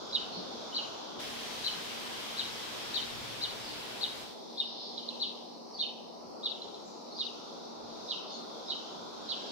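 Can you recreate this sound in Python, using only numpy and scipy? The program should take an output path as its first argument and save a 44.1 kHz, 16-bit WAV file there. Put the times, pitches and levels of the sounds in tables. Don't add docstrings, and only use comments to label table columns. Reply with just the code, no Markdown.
import sys
import numpy as np
from scipy import signal
from scipy.fft import rfft, irfft, next_fast_len
from scipy.io import wavfile
from scipy.ndimage import uniform_filter1d

SR = 44100
rng = np.random.default_rng(int(sys.argv[2]) if len(sys.argv) > 2 else 0)


def volts_from_db(level):
    exponent = np.asarray(level, float) / 20
    return 10 ** exponent


def master(y):
    cut = np.clip(np.atleast_2d(y).T, -1, 1)
    pcm = np.round(cut * 32767)
    wavfile.write(sys.argv[1], SR, pcm.astype(np.int16))


N = 419391


def line(table, t):
    s, *columns = np.transpose(table)
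    return [np.interp(t, s, c) for c in columns]


def walk(rate, shape):
    k = int(SR / rate)
    steps = np.repeat(rng.standard_normal((shape, N // k + 1)), k, axis=1)
    smooth = uniform_filter1d(uniform_filter1d(steps, k, axis=1), k, axis=1)
    return 1.258 * smooth[:, :N]


def add(track, sound, t):
    i = int(t * SR)
    n = min(len(sound), N - i)
    track[i:i + n] += sound[:n]


# time_s, rumble_db, traffic_db, traffic_edge_db, valley_db
TRAFFIC = [
    [(0.0, -74, -49.5, -59, -74), (0.222, -67.5, -48.5, -57.5, -68), (0.358, -68, -47, -60, -70.5),
     (0.768, -77, -48, -58.5, -67), (0.88, -68, -48.5, -58.5, -67.5), (1.146, -82, -48.5, -58.5, -68.5),
     (1.195, -61.5, -46.5, -61, -68)],
    [(1.2, -82, -48, -54, -57), (1.22, -65, -49.5, -59, -56), (1.96, -69.5, -49.5, -57, -55.5),
     (2.72, -67, -50, -58.5, -56), (2.84, -68, -49, -58, -56), (3.12, -60, -50, -57.5, -56.5),
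     (4.04, -69, -49.5, -60.5, -58.5), (4.23, -66, -50.5, -60, -60.5), (4.41, -87, -51, -68, -76),
     (5.34, -79, -50.5, -64.5, -77.5), (5.67, -88, -51.5, -67, -80), (5.78, -75.5, -51.5, -66, -76.5),
     (5.94, -85, -51, -68, -80), (6.31, -77, -50, -66, -78.5), (6.43, -90, -49.5, -60.5, -79),
     (6.57, -84, -50, -66, -79), (6.66, -75, -49.5, -64.5, -77), (7.17, -87, -50.5, -63, -77.5),
     (7.33, -77, -51, -62.5, -76.5), (7.75, -85, -49, -63.5, -77), (7.84, -68, -49, -62, -76),
     (7.98, -73, -49.5, -63, -73), (8.17, -82, -49, -60.5, -75), (8.95, -80, -48.5, -60, -73.5),
     (9.02, -71, -49.5, -58.5, -76), (9.09, -79, -49, -60, -75), (9.21, -74, -49.5, -59, -73.5),
     (9.51, -83, -48, -62, -68)],
]
# time_s, insects_db, shoulder_db, top_db
HISS = [
    [(0.0, -56, -65, -75), (0.032, -55.5, -65, -76), (0.162, -53.5, -64, -73), (0.374, -54.5, -69, -75),
     (0.834, -54, -63, -73), (1.19, -56.5, -69, -76), (1.195, -52, -64, -68)],
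    [(1.2, -51.5, -61, -58.5), (1.38, -52.5, -61, -59.5), (1.61, -50.5, -59.5, -58.5),
     (1.98, -52, -60.5, -58.5), (2.91, -51, -60.5, -59), (3.67, -53.5, -62.5, -60.5),
     (4.21, -54.5, -63, -60.5), (4.37, -59.5, -71, -73.5), (4.48, -59, -68, -77.5), (4.62, -54, -81, -72),
     (4.72, -50.5, -73, -81.5), (5.2, -56.5, -67, -75.5), (5.46, -58.5, -71.5, -79),
     (5.8, -59.5, -65, -79.5), (6.22, -60.5, -73, -80), (6.4, -59, -77, -79), (6.64, -59, -71.5, -78.5),
     (6.94, -60, -71, -79), (7.12, -57.5, -73, -78.5), (7.29, -55.5, -70, -77.5), (7.82, -59.5, -73, -80),
     (8.12, -54, -66, -75), (8.28, -55.5, -76, -80), (8.35, -58, -56.5, -78), (8.44, -58, -71, -76),
     (8.79, -55, -66, -77.5), (9.14, -57.5, -70, -77), (9.51, -52.5, -66, -76)],
]
# pitch_hz, level_db (per Hz)
COLOUR = [(15, -41), (25, -21), (86, -17.5), (107, -25), (204, 0.5), (228, -8), (260, -5), (282, 0),
          (315, -2.5), (401, -0.5), (554, -2.5), (829, -3), (1810, -13.5), (3190, -10), (15600, -29)]
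# from_hz, to_hz
BANDS = [
    (30, 140),
    (165, 950),
    (1000, 1200),
    (1750, 2300),
    (4100, 5500),
    (6000, 6900),
    (7600, 15000),
]
# time_s, traffic_end_hz, insects_start_hz, insects_end_hz, shoulder_end_hz
EDGES = [(0, 1600, 3130, 5800, 7300), (.7, 1600, 3240, 6100, 7300), (1.2, 1530, 2954, 6200, 7400),
         (4.3, 1400, 3200, 5620, 6900), (4.5, 1320, 3320, 5940, 6750), (5.0, 1310, 3300, 5650, 6900),
         (5.7, 1340, 3860, 5640, 6400), (6.1, 1230, 3660, 5840, 6340), (6.25, 1450, 4000, 6000, 6670),
         (6.45, 1478, 4010, 5970, 7380), (6.85, 1420, 3700, 6000, 7470), (7.1, 1380, 3620, 6100, 6900),
         (7.5, 1530, 3300, 6250, 7250), (8.05, 1510, 3460, 6160, 7000), (8.6, 1500, 3200, 6000, 7150),
         (9.2, 1600, 3230, 6080, 7400), (9.35, 1700, 3000, 5860, 7600), (9.51, 1700, 2900, 5950, 7720)]
RUMBLE_EDGE_HZ, DRONE_EDGE_HZ = 152, 957
GATE_DB, GATE_KNEE_DB, GATE_RELEASE_S = -86.5, 9.5, 0.25
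FRAME = 1024


def background(calls, overlap=0.076, patchy_db=0.76, flicker_db=-0.1):
    frames = dict(nperseg=FRAME, noverlap=FRAME * 3 // 4)
    hz, t, noise = signal.stft(rng.standard_normal((2, N)), SR, **frames)
    hz = np.maximum(hz, 1)[:, None]
    sample_s = np.arange(N) / SR
    colour_hz, colour_level_db = np.array(COLOUR).T
    colour_db = np.interp(np.log(hz), np.log(colour_hz), colour_level_db)

    levels = line(np.vstack(TRAFFIC), t) + line(np.vstack(HISS), t)
    gains = []
    for db, (lo, hi) in zip(levels, BANDS):
        band_power = np.sum(volts_from_db(2 * colour_db[(hz > lo) & (hz < hi)])) / len(hz)
        gains.append(db + 3 - 10 * np.log10(band_power))

    edges = [0 * t + DRONE_EDGE_HZ] + line(EDGES, t)
    gain_db = gains[1]
    for below, above, edge in zip(gains[1:], gains[2:], edges):
        crossed = np.clip(.5 + np.log(hz / edge) / overlap / 2, 0, 1)
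        gain_db = gain_db + (above - below) * crossed

    heard = np.abs(signal.stft(calls.mean(axis=0), SR, **frames)[2])
    heard_db = 20 * np.log10(uniform_filter1d(heard, size=5, axis=0) + 1e-9)
    opening = np.clip((heard_db - GATE_DB) / GATE_KNEE_DB, 0, 1)
    for k in range(1, len(t)):
        opening[:, k] = np.maximum(opening[:, k], opening[:, k - 1] - t[1] / GATE_RELEASE_S)
    gain_db += opening * np.maximum(gains[1] - gain_db, 0)

    patches = uniform_filter1d(rng.standard_normal(gain_db.shape), size=8, axis=0)
    patches = uniform_filter1d(patches, size=16, axis=1)
    gain_db += patchy_db * patches / patches.std()
    gain_db += flicker_db * np.interp(t, sample_s, walk(8, shape=1)[0])

    lean_db = np.where(hz < 150, -1., np.where(hz < 3000, .8, 0)) * np.array([1, -1])[:, None, None]
    x = signal.istft(noise * volts_from_db(colour_db + gain_db + lean_db), SR, **frames)[1][:, :N]

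    fine_hz = np.arange(N // 2 + 1) * SR / N
    rumble = irfft(rfft(x) * np.clip((RUMBLE_EDGE_HZ - fine_hz) / 30 + .5, 0, 1), N)
    return x + rumble * (volts_from_db(np.interp(sample_s, t, gains[0] - gains[1])) - 1)


# pitch_hz, level_db, share of the rumble cut (0 = none)
HUM = [
    (117, -71, 1.2),
    (234, -61, 0.),
    (1001, -68, 0.),
]


def fan():
    out = np.zeros((2, N))
    rumble_db = line(np.vstack(TRAFFIC), np.arange(N) / SR)[0]
    ears = volts_from_db(np.array([[-2.], [2.]]))
    step = np.array([[1.4], [0]])
    for (hz, db, share), drift, swell in zip(HUM, walk(3, shape=3), walk(6, shape=3)):
        phase = 2 * np.pi * np.cumsum(hz + 1.545 * drift) / SR
        level_db = db + share * (rumble_db + 67) + 2. * swell
        out += 2 * volts_from_db(level_db) * ears * np.sin(phase + step)
    return out


def whistle(hz, gain):
    phase = 2 * np.pi * np.cumsum(hz) / SR
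    overtone_db = -42
    return gain * (np.sin(phase) + volts_from_db(overtone_db) * np.sin(2 * phase))


YARD_T60_S, YARD_DB, YARD_RISE_S = 0.52, 4, 0.007
# start_s, length_s, start_hz, end_hz, direct_db, yard_db
OTHERS = [(.085, .04, 5400, 4700, -48, -46), (.28, .11, 4100, 4800, -50, -40),
          (.72, .025, 3100, 3000, -46, -50), (2.62, .03, 3600, 4200, -47, -50),
          (3.62, .09, 4900, 4200, -50, -41), (4.76, .10, 4300, 5000, -48, -40),
          (5.04, .03, 4100, 4500, -45, -50), (5.715, .075, 5150, 4000, -44, -43),
          (6.82, .1, 6600, 6400, -60, -60), (7.11, .035, 4450, 4250, -46, -50),
          (7.145, .05, 5000, 4100, -43, -40), (8.05, .04, 5200, 4400, -50, -48),
          (8.27, .11, 4700, 4000, -51, -41), (8.655, .035, 5500, 4700, -47, -47),
          (9.255, .035, 5500, 4700, -49, -47), (9.47, .035, 5000, 4300, -46, -44)]


def others():
    direct, sent = np.zeros(N), np.zeros(N)
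    rasp, wobble = walk(300, shape=2)
    for s, length, start_hz, end_hz, db, yard_db in OTHERS:
        u = np.linspace(0, 1, int(length * SR))
        now = slice(int(s * SR), int(s * SR) + len(u))
        glide_hz = start_hz + (end_hz - start_hz) * u
        loudness = np.sin(np.pi * u) * volts_from_db(3 * rasp[now])
        call = whistle(glide_hz * (1 + .9 * length * wobble[now]), loudness)
        add(direct, call * volts_from_db(db - 2.5), s)
        add(sent, call * volts_from_db(yard_db - YARD_DB), s)
    return direct, sent


def yard(x):
    t = np.arange(SR) / SR
    cloud = rng.standard_normal((2, SR)) * volts_from_db(3.8 * rng.standard_normal((2, SR)))
    cloud *= np.exp(-np.log(1000) * t / YARD_T60_S) * (1 - np.exp(-t / YARD_RISE_S))
    cloud *= volts_from_db(YARD_DB) / np.sqrt(np.sum(cloud ** 2, axis=1, keepdims=True))
    shimmer = np.exp(1j * 1.6 * walk(70, shape=2))
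    echoes = signal.fftconvolve(x[None], cloud, axes=1)[:, :N]
    return np.real(signal.hilbert(echoes, next_fast_len(N))[:, :N] * shimmer)


# delay_s, left_db, right_db
FENCES = [(.0032, -7.5, -12), (.0075, -3, -1), (.014, -26, -2), (.025, -12.5, -6), (.051, -9.5, -13),
          (.062, -6.5, -13.5), (.086, -19, -17.5)]
FLUTTER_HZ, RASP_DB, WOBBLE = 150.7, 3, 0.021
LOW_NOTE_HZ = 3300
PORT_LAG_S = .00032
YARD_EVEN = .55


def voice(calls, form):
    direct, sent = np.zeros((2, N)), np.zeros(N)
    chance = rng.standard_normal((len(calls), 3 * len(FENCES) + 2))
    rasp, wobble = walk(500, shape=2)
    t = np.arange(int(form[-1][0] * SR)) / SR
    hz, shape_db, depth = line(form, t)
    for (s, db, pan_db, pitch, low_db, echo_db), c in zip(calls, chance):
        now = slice(int(s * SR), int(s * SR) + len(t))
        low = np.clip((LOW_NOTE_HZ - hz) / 250, 0, 1) * (t > t[-1] / 2)
        flutter_hz = FLUTTER_HZ * (1 + 0.037 * c[0])
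        beat = np.cos(2 * np.pi * flutter_hz * (t - .031 + 0.00056 * c[1]))
        flutter = 1 + np.clip(depth, 0, 1) * beat
        tone_hz = hz * pitch ** (1 - low) * (1 + WOBBLE * wobble[now])
        tone_db = db - 4.5 + low_db * low + RASP_DB * rasp[now]
        tone = whistle(tone_hz, volts_from_db(tone_db) * flutter)
        chip = tone * volts_from_db(shape_db)
        aside = tone * volts_from_db(YARD_EVEN * shape_db - 4.5 + echo_db) * np.sin(np.pi * t / t[-1]) ** 0.2
        add(sent, aside, s)
        for side, sign in enumerate((1, -1)):
            lag = PORT_LAG_S * (1 - side)
            add(direct[side], chip * volts_from_db(sign * pan_db / 2), s + lag)
            for k, fence in enumerate(FENCES):
                scatter_db = 2.2 * c[2 + 3 * k + side]
                delay = fence[0] * (1 + .05 * c[4 + 3 * k])
                add(direct[side], aside * volts_from_db(fence[1 + side] + 7 + scatter_db), s + delay + lag)
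    return direct, sent


# start_s, peak_db, left_minus_right_db, pitch_factor, low_note_db, echo_db
CHIPS = [(.121, -22, -5, 1.02, 2.5, -7.5), (.738, -23, 4, 1.06, 7, -5.5), (1.636, -26, 12, 1.05, 1, -3),
         (2.365, -26.5, 8, 1.03, 0.5, -5), (2.934, -24.5, 12, 1.025, -2, -4),
         (3.408, -20.5, 7, 1.02, -5, -8.5), (4.003, -23, 9.5, 1.03, -1.5, -6),
         (4.571, -21.5, 5, 1.01, -5, -6.5), (5.193, -25, 7, 1.024, -7, -2),
         (5.783, -25, 3, 0.99, -1.5, -2.5), (6.429, -21.5, 1, 1., -9, -7.5), (7.177, -26, 3, 1., -0.5, -4),
         (8.080, -27, -5, 1.02, 2, -4.5), (8.677, -26.5, -6, 1.01, -3.5, -2.5),
         (9.282, -25.5, -8, 1.02, -3, -3.5)]
# time_s (from its start), pitch_hz, level_db, flutter_depth (0-1)
CHIP_SHAPE = [(.002, 3400, -30, .2), (.005, 3650, -13, .3), (.011, 3980, -9, .4), (.017, 4350, -13, .5),
              (.021, 4580, -15, .5), (.025, 4200, -10, .5), (.029, 3830, 0, .55), (.037, 3720, -1, .55),
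              (.040, 3200, -11, .5), (.044, 3050, -9, .4), (.052, 2930, -13, .3), (.059, 2620, -35, .3)]


def near_chips():
    return voice(CHIPS, CHIP_SHAPE)


# time_s, level_db, pitch_hz
THUMPS = [
    (.385, -55, 186),
    (1.78, -64, 175),
    (8.97, -68, 173),
]


def thumps():
    out, t = np.zeros(N), np.arange(SR // 10) / SR
    for s, db, hz in THUMPS:
        swell = 3 * (t / 0.005) * np.exp(-t / 0.017)
        add(out, volts_from_db(db) * swell * np.sin(2 * np.pi * hz * t), s - .02)
    return out


# start_s, peak_db, left_minus_right_db, pitch_factor, low_note_db, echo_db
TICKS = [
    (4.972, -35, -6, 0.93, -1, -4.5),
    (5.081, -32, -4, 0.94, 10, -5.5),
    (6.613, -41, -2, 0.94, -8., -5),
    (6.736, -45, 0, 0.93, -2, -2.5),
]
# time_s (from its start), pitch_hz, level_db, flutter_depth (0-1)
TICK_SHAPE = [
    (0, 3300, -27, 0.1),
    (.004, 3774, -3.5, .2),
    (.009, 4400, 9, 0.2),
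    (.014, 3960, -8, 0.1),
    (.019, 3450, -15, .3),
    (0.025, 3000, -26, 0.1),
]


def neighbour_ticks():
    return voice(TICKS, TICK_SHAPE)


def scene():
    near, near_sent = near_chips()
    ticks, ticks_sent = neighbour_ticks()
    far, far_sent = others()
    calls = near + ticks + far + yard(near_sent + ticks_sent + far_sent)
    return calls + background(calls) + fan() + thumps()


def low_pass(x):
    return signal.sosfilt(signal.butter(12, 15780, fs=SR, output="sos"), x)


def record(dry):
    self_noise_db, top_hz = -90, 15760
    x = dry + volts_from_db(self_noise_db) * np.diff(rng.standard_normal((2, N + 1)))
    mix = irfft(rfft(x) * (np.arange(N // 2 + 1) * SR / N < top_hz), N)
    return low_pass(mix)


dry = scene()
out = record(dry)
master(out)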